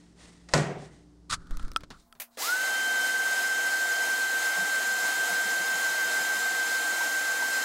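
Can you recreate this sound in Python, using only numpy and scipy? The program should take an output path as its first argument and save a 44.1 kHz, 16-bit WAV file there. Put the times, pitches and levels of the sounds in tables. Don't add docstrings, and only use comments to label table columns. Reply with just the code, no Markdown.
import sys
import numpy as np
from scipy import signal
from scipy.fft import rfft, irfft
from scipy.io import wavfile
from scipy.ndimage import uniform_filter1d

SR = 44100
rng = np.random.default_rng(int(sys.argv[2]) if len(sys.argv) > 2 else 0)


def to_wav(s):
    ch = np.atleast_2d(s).T
    pcm = np.round(np.clip(ch, -1, 1) * 32767)
    wavfile.write(sys.argv[1], SR, pcm.astype(np.int16))


N = 336924
T = np.arange(N) / SR
FREQS = np.maximum(np.fft.rfftfreq(N, 1 / SR), 1)

# f/Hz, level/dB (every COLOUR is a relative noise spectrum)
EARLY_ROOM_COLOUR = [(25, -16), (60, -11.5), (110, -8.5), (180, -10.5), (300, -7), (580, -22.5), (800, -24),
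                     (2500, -39), (5000, -34), (9000, -40.5), (14000, -58)]
LATE_ROOM_COLOUR = [(25, -14), (140, -24), (300, -16), (450, -18), (700, -7), (1400, -14), (2500, -35),
                    (15000, -22)]
# f/Hz, level/dB
EARLY_HUM_LINES = [(59.2, -59.5), (174, -62.5), (296, -67)]
LATE_HUM_LINES = [(237, -70), (684, -74.5), (1034, -81)]

# t/s, level/dB, rise/s, t60/s
PANEL_SWISHES = [(.01, -62.5, .02, 1.0), (.24, -53.5, .06, 1.0), (.54, -49, .04, .5), (.82, -54, .04, .45),
                 (.93, -61, .03, .62)]
# f/Hz, level/dB
SWISH_COLOUR = [(200, 8.5), (900, 3), (2000, -1.5), (3500, 1), (6000, -1), (9000, -2.5),
                (12000, -28.5), (15000, -30.5)]
RATTLE_COLOUR = [(80, -23), (220, -2), (750, -3), (1100, -18.5), (4000, -34.5), (12000, -54.5)]
# t/s, level/dB, t60/s
PANEL_BLOWS = [(.488, -40, 0.056), (0.537, -12.5, 0.042), (.577, -26, .04)]
# f/Hz, level/dB
CRACK_COLOUR = [(25, -24), (60, -9), (280, -2.5), (700, -7.5), (1900, -6), (3300, -21.5), (4600, -11),
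                (8300, -19), (11000, -42), (14000, -62)]
REVERB_COLOUR = [(40, -19.5), (95, -18), (125, -5), (150, -4.5), (280, -9), (420, -8), (650, -10),
                 (900, -14), (1900, -17), (3700, -27), (8000, -23.5), (11000, -40), (14000, -59)]
# f/Hz, t60/s
REVERB_DECAY = [(100, 0.78), (400, 0.68), (1000, 0.59), (2500, 0.62), (6000, 0.4), (12000, 0.31)]
# f/Hz, level/dB, t60/s
PANEL_MODES = [(153.2, -18, 0.37), (144.6, -24.5, .75), (164.3, -30.5, 0.84), (244.6, -28, 0.32),
               (395, -32, 0.76), (484, -39.5, 0.41), (560, -26, .35), (682, -28.5, .4), (1015, -30, .26),
               (1470, -31.5, 0.27), (1900, -34.5, 0.5)]

# t/s, hold/s, level/dB
FINGER_SCRAPES = [(1.302, .002, -33), (1.311, .002, -29), (1.324, .019, -27.3)]
# t/s, hold/s, rub level/dB, rumble level/dB
FINGER_RUBS = [(1.35, .06, -61, -45), (1.44, .34, -62.5, -50), (1.52, .02, -53, -37),
               (1.605, .03, -51, -37), (1.94, .03, -59.5, -58), (2.34, .02, -65, -85)]
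# t/s, level/dB
GRIP_PUSHES = [(1.5215, -23), (1.572, -25), (1.645, -21)]
# f/Hz, level/dB
SKIN_COLOUR = [(100, 0), (500, -18.5), (900, -6), (2000, -4), (2700, -8.5), (4000, 0.5), (6200, -5),
               (7500, -4), (10000, -9), (12000, -33), (15000, -31)]
RUMBLE_COLOUR = [(10, -2.5), (24, 9.5), (40, -1), (65, -10), (110, -13), (250, -19), (600, -34),
                 (2000, -70), (8000, -90)]
# t/s, knock level/dB, tick level/dB, scuff level/dB, scuff t60/s
FINGER_TAPS = [(1.471, -54, -53, -70, .02), (1.509, -54, -41, -43.5, .05), (1.5713, -58, -33.5, -41, .022),
               (1.596, -39, -48, -47, .05), (1.628, -55, -46, -58, .02), (1.681, -50, -47, -48, .04),
               (1.717, -51, -39, -40, .02), (1.735, -64, -43, -64, .02), (1.762, -12.5, -36, -49, .02),
               (1.771, -58, -31.5, -49, .02), (1.807, -56, -46, -48.5, .07), (1.8348, -43, -51, -39, .038),
               (1.904, -46, -53, -38.5, .11), (2.126, -42, -40, -57, .025), (2.152, -66, -54, -58, .13)]
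# f/Hz, level/dB, t60/s
SHELL_MODES = [(1323, -2, 0.033), (1150, -26, .03), (2490, -14, 0.017), (3300, -2.5, 0.0084),
               (5070, -8, 0.0089), (8500, -11, .005)]
# f/Hz, level/dB
TICK_COLOUR = [(300, -8), (3000, -15), (5200, 3), (7500, -7), (15000, -13)]
SCUFF_COLOUR = [(40, 0), (140, 16.5), (400, 6.5), (700, 2.5), (1300, 5.5), (2200, -2.5), (4500, -3),
                (9000, -15.5), (14000, -34)]
SNAP_COLOUR = [(150, -32), (600, -3), (1200, -5), (2500, 1.5), (3400, -6), (5500, -5), (8200, -6),
               (12500, 2), (15500, -3)]

# f/Hz, level/dB
JOLT_COLOUR = [(100, -28), (450, 13), (1400, 4), (3000, 1), (9000, -8), (15000, -12)]
SPARK_COLOUR = [(200, -22), (500, -3), (2000, -1), (5000, 6), (9000, 0), (15000, -0.5)]
AIR_COLOUR = [(30, -37), (100, -28), (170, -21.5), (300, -8.5), (520, -2.5), (800, 2), (1150, -0.5),
              (1450, 0.5), (2300, -3.5), (2900, -6), (4200, -7.5), (7000, -6.5), (9000, -8), (15500, -15)]
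# f/Hz, width/Hz, lift/dB
DUCT_RESONANCES = [(310, 50, 4), (550, 26, 3), (707, 32, 6), (1454, 42, 6.5), (1710, 29, 4),
                   (2044, 124, 7.5), (2230, 56, 4), (2670, 40, 2.5), (3540, 40, 1), (3682, 67, 7.5),
                   (4025, 48, 8.5), (4280, 120, 10), (4770, 40, 3), (5050, 63, 11), (5280, 74, 7),
                   (5500, 35, 7), (6050, 55, 7.5), (6325, 90, 6.5), (6640, 84, 10.5), (7290, 80, 10.5),
                   (7520, 35, 7.5), (7870, 130, 5), (8290, 115, 9), (9370, 48, 4.5), (10200, 70, 4),
                   (11020, 120, 6), (12450, 210, 7), (15500, 90, -1)]
# f/Hz, level/dB
MOTOR_LINES = [(238.5, -63.5), (479.5, -56.5)]
# t/s, rate/Hz
THROB_RATE = [(3.0, 20.43), (3.5, 14.54), (4.1, 9.09), (4.8, 6.61), (5.5, 6.01), (6.6, 7.08), (7.6, 7.57)]
# f/Hz, width/Hz, relative level/dB
WHISTLE_PARTIALS = [(7340, 30, -1), (7280, 70, -2), (14060, 70, -6.5), (15500, 90, -13)]
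# t/s, level/dB
NOZZLE_KNOCKS = [(7.006, -27), (7.421, -30)]
# f/Hz, level/dB, t60/s
NOZZLE_MODES = [(839, -6.5, .05), (948, 0, 0.076), (1030, -7, 0.049)]
# t/s, level/dB
HOSE_FLEXES = [(3.2, -60), (4.59, -50.5), (4.63, -53.5), (6.929, -62)]
# f/Hz, level/dB
HOSE_COLOUR = [(40, -22), (110, -16), (150, -3.5), (195, 6.5), (260, -13), (600, -51), (2000, -80)]

MOTOR_START_S, SPIN_UP_S = 2.372, .052
MOTOR_AGE = np.maximum(T - MOTOR_START_S, 0)


def undb(db):
    return 10 ** (np.asarray(db) / 20)


def unit(x):
    return x / np.sqrt(np.mean(x ** 2))


def colour(points, hz=FREQS):
    f, value = np.transpose(points)
    return np.interp(np.log(hz), np.log(np.maximum(f, 1)), value)


def noise(points, peaks=(), ripple_db=0):
    lift = sum(db / (1 + (2 * (FREQS - hz) / width) ** 2) for hz, width, db in peaks)
    return unit(irfft(rfft(rng.standard_normal(N)) * undb(colour(points) + lift + ripple_db), N))


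def walk(rate, size=N):
    step = SR / rate
    knots = rng.standard_normal(int(size / step) + 2)
    joined = np.interp(np.arange(size) / step, np.arange(len(knots)), knots)
    return unit(uniform_filter1d(joined, int(step / 2) + 1))


def fade(start, t60):
    return (T >= start) * np.exp(-np.log(1000) * np.clip((T - start) / t60, 0, 2))


def swell(peak, rise, t60, hold=0):
    release = np.log(1000) * np.maximum(T - peak - hold, 0) / t60
    return np.exp(-(np.minimum(T - peak, 0) / rise) ** 2 - release)


def bump(at, length):
    return np.exp(-((T - at) / length) ** 2)


def ring(start, modes):
    t = np.arange(SR) / SR
    tone = sum((-1) ** k * undb(db) * np.exp(-np.log(1000) * t / t60) * np.sin(2 * np.pi * hz * t)
               for k, (hz, db, t60) in enumerate(modes))
    return np.pad(tone, (int(start * SR), N))[:N]


def hum(lines, waver_db):
    return sum(np.sqrt(2) * undb(db + waver_db * walk(8.3)) * np.sin(2 * np.pi * (hz * T + rng.random()))
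               for hz, db in lines)


def room_tone():
    blend = np.clip((T - 1.85) / 0.29, 0, 1)
    early = undb(-61.5) * noise(EARLY_ROOM_COLOUR) + hum(EARLY_HUM_LINES, waver_db=3)
    late = undb(-68) * noise(LATE_ROOM_COLOUR) + hum(LATE_HUM_LINES, waver_db=1)
    return (1 - blend) * early + blend * late


def panel_slide():
    swish = noise(SWISH_COLOUR, peaks=[(1950, 300, 9)])
    rattle = noise(RATTLE_COLOUR, peaks=[(400, 60, 8), (730, 100, 8)])
    sliding = np.max([undb(db) * swell(s, rise, t60) for s, db, rise, t60 in PANEL_SWISHES], axis=0)
    shaking = undb(-41) * swell(.66, rise=.11, t60=.3, hold=.11)
    return sliding * undb(1.2 * walk(90)) * swish + shaking * undb(1.3 * walk(70)) * rattle


def panel_bang():
    slam_s = PANEL_BLOWS[1][0]
    crack = noise(CRACK_COLOUR) * sum(undb(db) * fade(s, t60) for s, db, t60 in PANEL_BLOWS)
    wash, reverb = rfft(noise(REVERB_COLOUR)), 0
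    for hz in 62.5 * 2. ** np.arange(9):
        octave_band = irfft(wash * np.clip(1 - abs(np.log2(FREQS / hz)), 0, 1), N)
        reverb += octave_band * fade(slam_s + .003, colour(REVERB_DECAY, hz))
    return crack + undb(-23) * reverb + undb(-1) * ring(slam_s, PANEL_MODES)


def finger_handling():
    strokes = [undb(db) * swell(s, rise=.004, t60=.045, hold=hold) for s, hold, db in FINGER_SCRAPES]
    scrape = np.max(strokes, axis=0) * undb(walk(700)) * noise(SKIN_COLOUR, peaks=[(1290, 350, 16.8)])
    firm = np.interp(T, [1.96, 2.0], [1, 0])
    friction = firm * noise(SKIN_COLOUR, peaks=[(1330, 730, 24.5)]) + (1 - firm) * noise(SKIN_COLOUR)
    rubs = [undb(db) * swell(s, rise=.025, t60=.35, hold=hold) for s, hold, db, _ in FINGER_RUBS]
    shakes = [undb(db) * swell(s, rise=.025, t60=.85, hold=hold) for s, hold, _, db in FINGER_RUBS]
    rub = np.max(rubs, axis=0) * undb(2 * walk(200)) * friction
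    rumble = np.max(shakes, axis=0) * noise(RUMBLE_COLOUR)
    thumps = sum(undb(db) * bump(s, length=.01) for s, db in GRIP_PUSHES)
    return scrape + rub + rumble + thumps


def finger_taps():
    tick, scuff = noise(TICK_COLOUR), noise(SCUFF_COLOUR)
    return sum(undb(knock_db) * ring(s, SHELL_MODES)
               + undb(tick_db) * tick * fade(s, t60=.0047)
               + undb(scuff_db) * scuff * fade(s, t60)
               for s, knock_db, tick_db, scuff_db, t60 in FINGER_TAPS)


def switch_snap():
    return noise(SNAP_COLOUR) * (undb(-31.5) * fade(2.1995, t60=.12) + undb(-41) * fade(2.218, t60=.09))


def motor(speed):
    jolt = undb(-41) * fade(MOTOR_START_S, t60=.34) * noise(JOLT_COLOUR)
    inrush = (MOTOR_AGE / .07) ** 2 * np.exp(2 - 2 * MOTOR_AGE / .067)
    sparks = undb(-30.5) * noise(SPARK_COLOUR) * inrush
    return jolt + sparks + speed * hum(MOTOR_LINES, waver_db=0)


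def air_rush(speed):
    standing_db = 1.25 * walk(220, size=len(FREQS))
    direct = noise(AIR_COLOUR, DUCT_RESONANCES, standing_db)
    lag_s = .004 + .000298 * walk(2)
    reflection = undb(-16.5) * np.interp(T - lag_s, T, direct)
    level_db = -34.1 + .18 * MOTOR_AGE + .6 * walk(14)
    return unit(direct + reflection) * undb(level_db) * speed ** .75


def impeller_whine(speed):
    throb_hz = np.interp(T, *np.transpose(THROB_RATE))
    throb = 2 * np.pi * np.cumsum(throb_hz * (T > THROB_RATE[0][0])) / SR
    depth = np.clip((T - 2.94) / .09, 0, 1)
    throb_db = depth * (1 + .074 * throb_hz)
    blade_hz = 1564.5 - 6 * np.exp(-(MOTOR_AGE / 1.7) ** 2) - 10 * bump(3.05, length=.09)
    hz = speed * (blade_hz + 4.5 * depth * np.cos(throb + 2.1) + .76 * walk(25))
    phase = 2 * np.pi * np.cumsum(hz) / SR
    housing_db = (-6 / (1 + ((hz - 1270) / 70) ** 2)
                  + 5 / (1 + ((hz - 1400) / 35) ** 2)
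                  + 7 / (1 + ((hz - 1487) / 24) ** 2))
    blade = undb(throb_db * np.cos(throb) + housing_db) * np.sin(phase + .064 * walk(130))
    flare_db = 7 * swell(2.85, rise=.2, t60=2.5)
    octave_db = -18.5 + flare_db + throb_db * np.cos(throb - 2.5) + .6 * walk(5) + 1.6 * walk(35)
    octave = undb(octave_db) * np.sin(2 * phase + .27 * walk(60))
    third = undb(-28.5 + 3.8 * walk(12)) * np.sin(3 * phase + .5 * walk(60))
    overtones = speed ** 25 * (octave + third)
    level_db = -28.3 - 3 * np.exp(-(MOTOR_AGE / .35) ** 2) - .3 * MOTOR_AGE + .5 * walk(120)
    return np.sqrt(2) * undb(level_db) * speed ** 1.9 * (blade + overtones)


def nozzle():
    whistle = sum(undb(db) * walk(width) * np.sin(2 * np.pi * hz * T + walk(width))
                  for hz, width, db in WHISTLE_PARTIALS)
    blowing = undb(-47.5) * (1 - np.exp(-MOTOR_AGE / 1.8))
    knocks = sum(undb(db) * ring(s, NOZZLE_MODES) for s, db in NOZZLE_KNOCKS)
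    return blowing * unit(whistle) + knocks


def hose_bumps():
    drag_s, gap_s, slowing_s = 4.925, .128, .0017
    ribs = [(drag_s + gap_s * k + slowing_s * k ** 2, -56 + 1.5 * rng.standard_normal())
            for k in range(12)]
    flexing = sum(undb(db) * bump(s, length=.021) for s, db in HOSE_FLEXES + ribs)
    return flexing * noise(HOSE_COLOUR)


def scene():
    mono = room_tone() + panel_slide() + panel_bang() + finger_handling() + finger_taps() + switch_snap()
    speed = 1 - np.exp(-MOTOR_AGE / SPIN_UP_S)
    mono += motor(speed) + air_rush(speed) + impeller_whine(speed) + nozzle() + hose_bumps()
    return np.array([mono, mono])


def record(dry):
    return signal.sosfilt(signal.ellip(12, .1, 80, 15750, fs=SR, output="sos"), dry)


dry = scene()
out = record(dry)
to_wav(out)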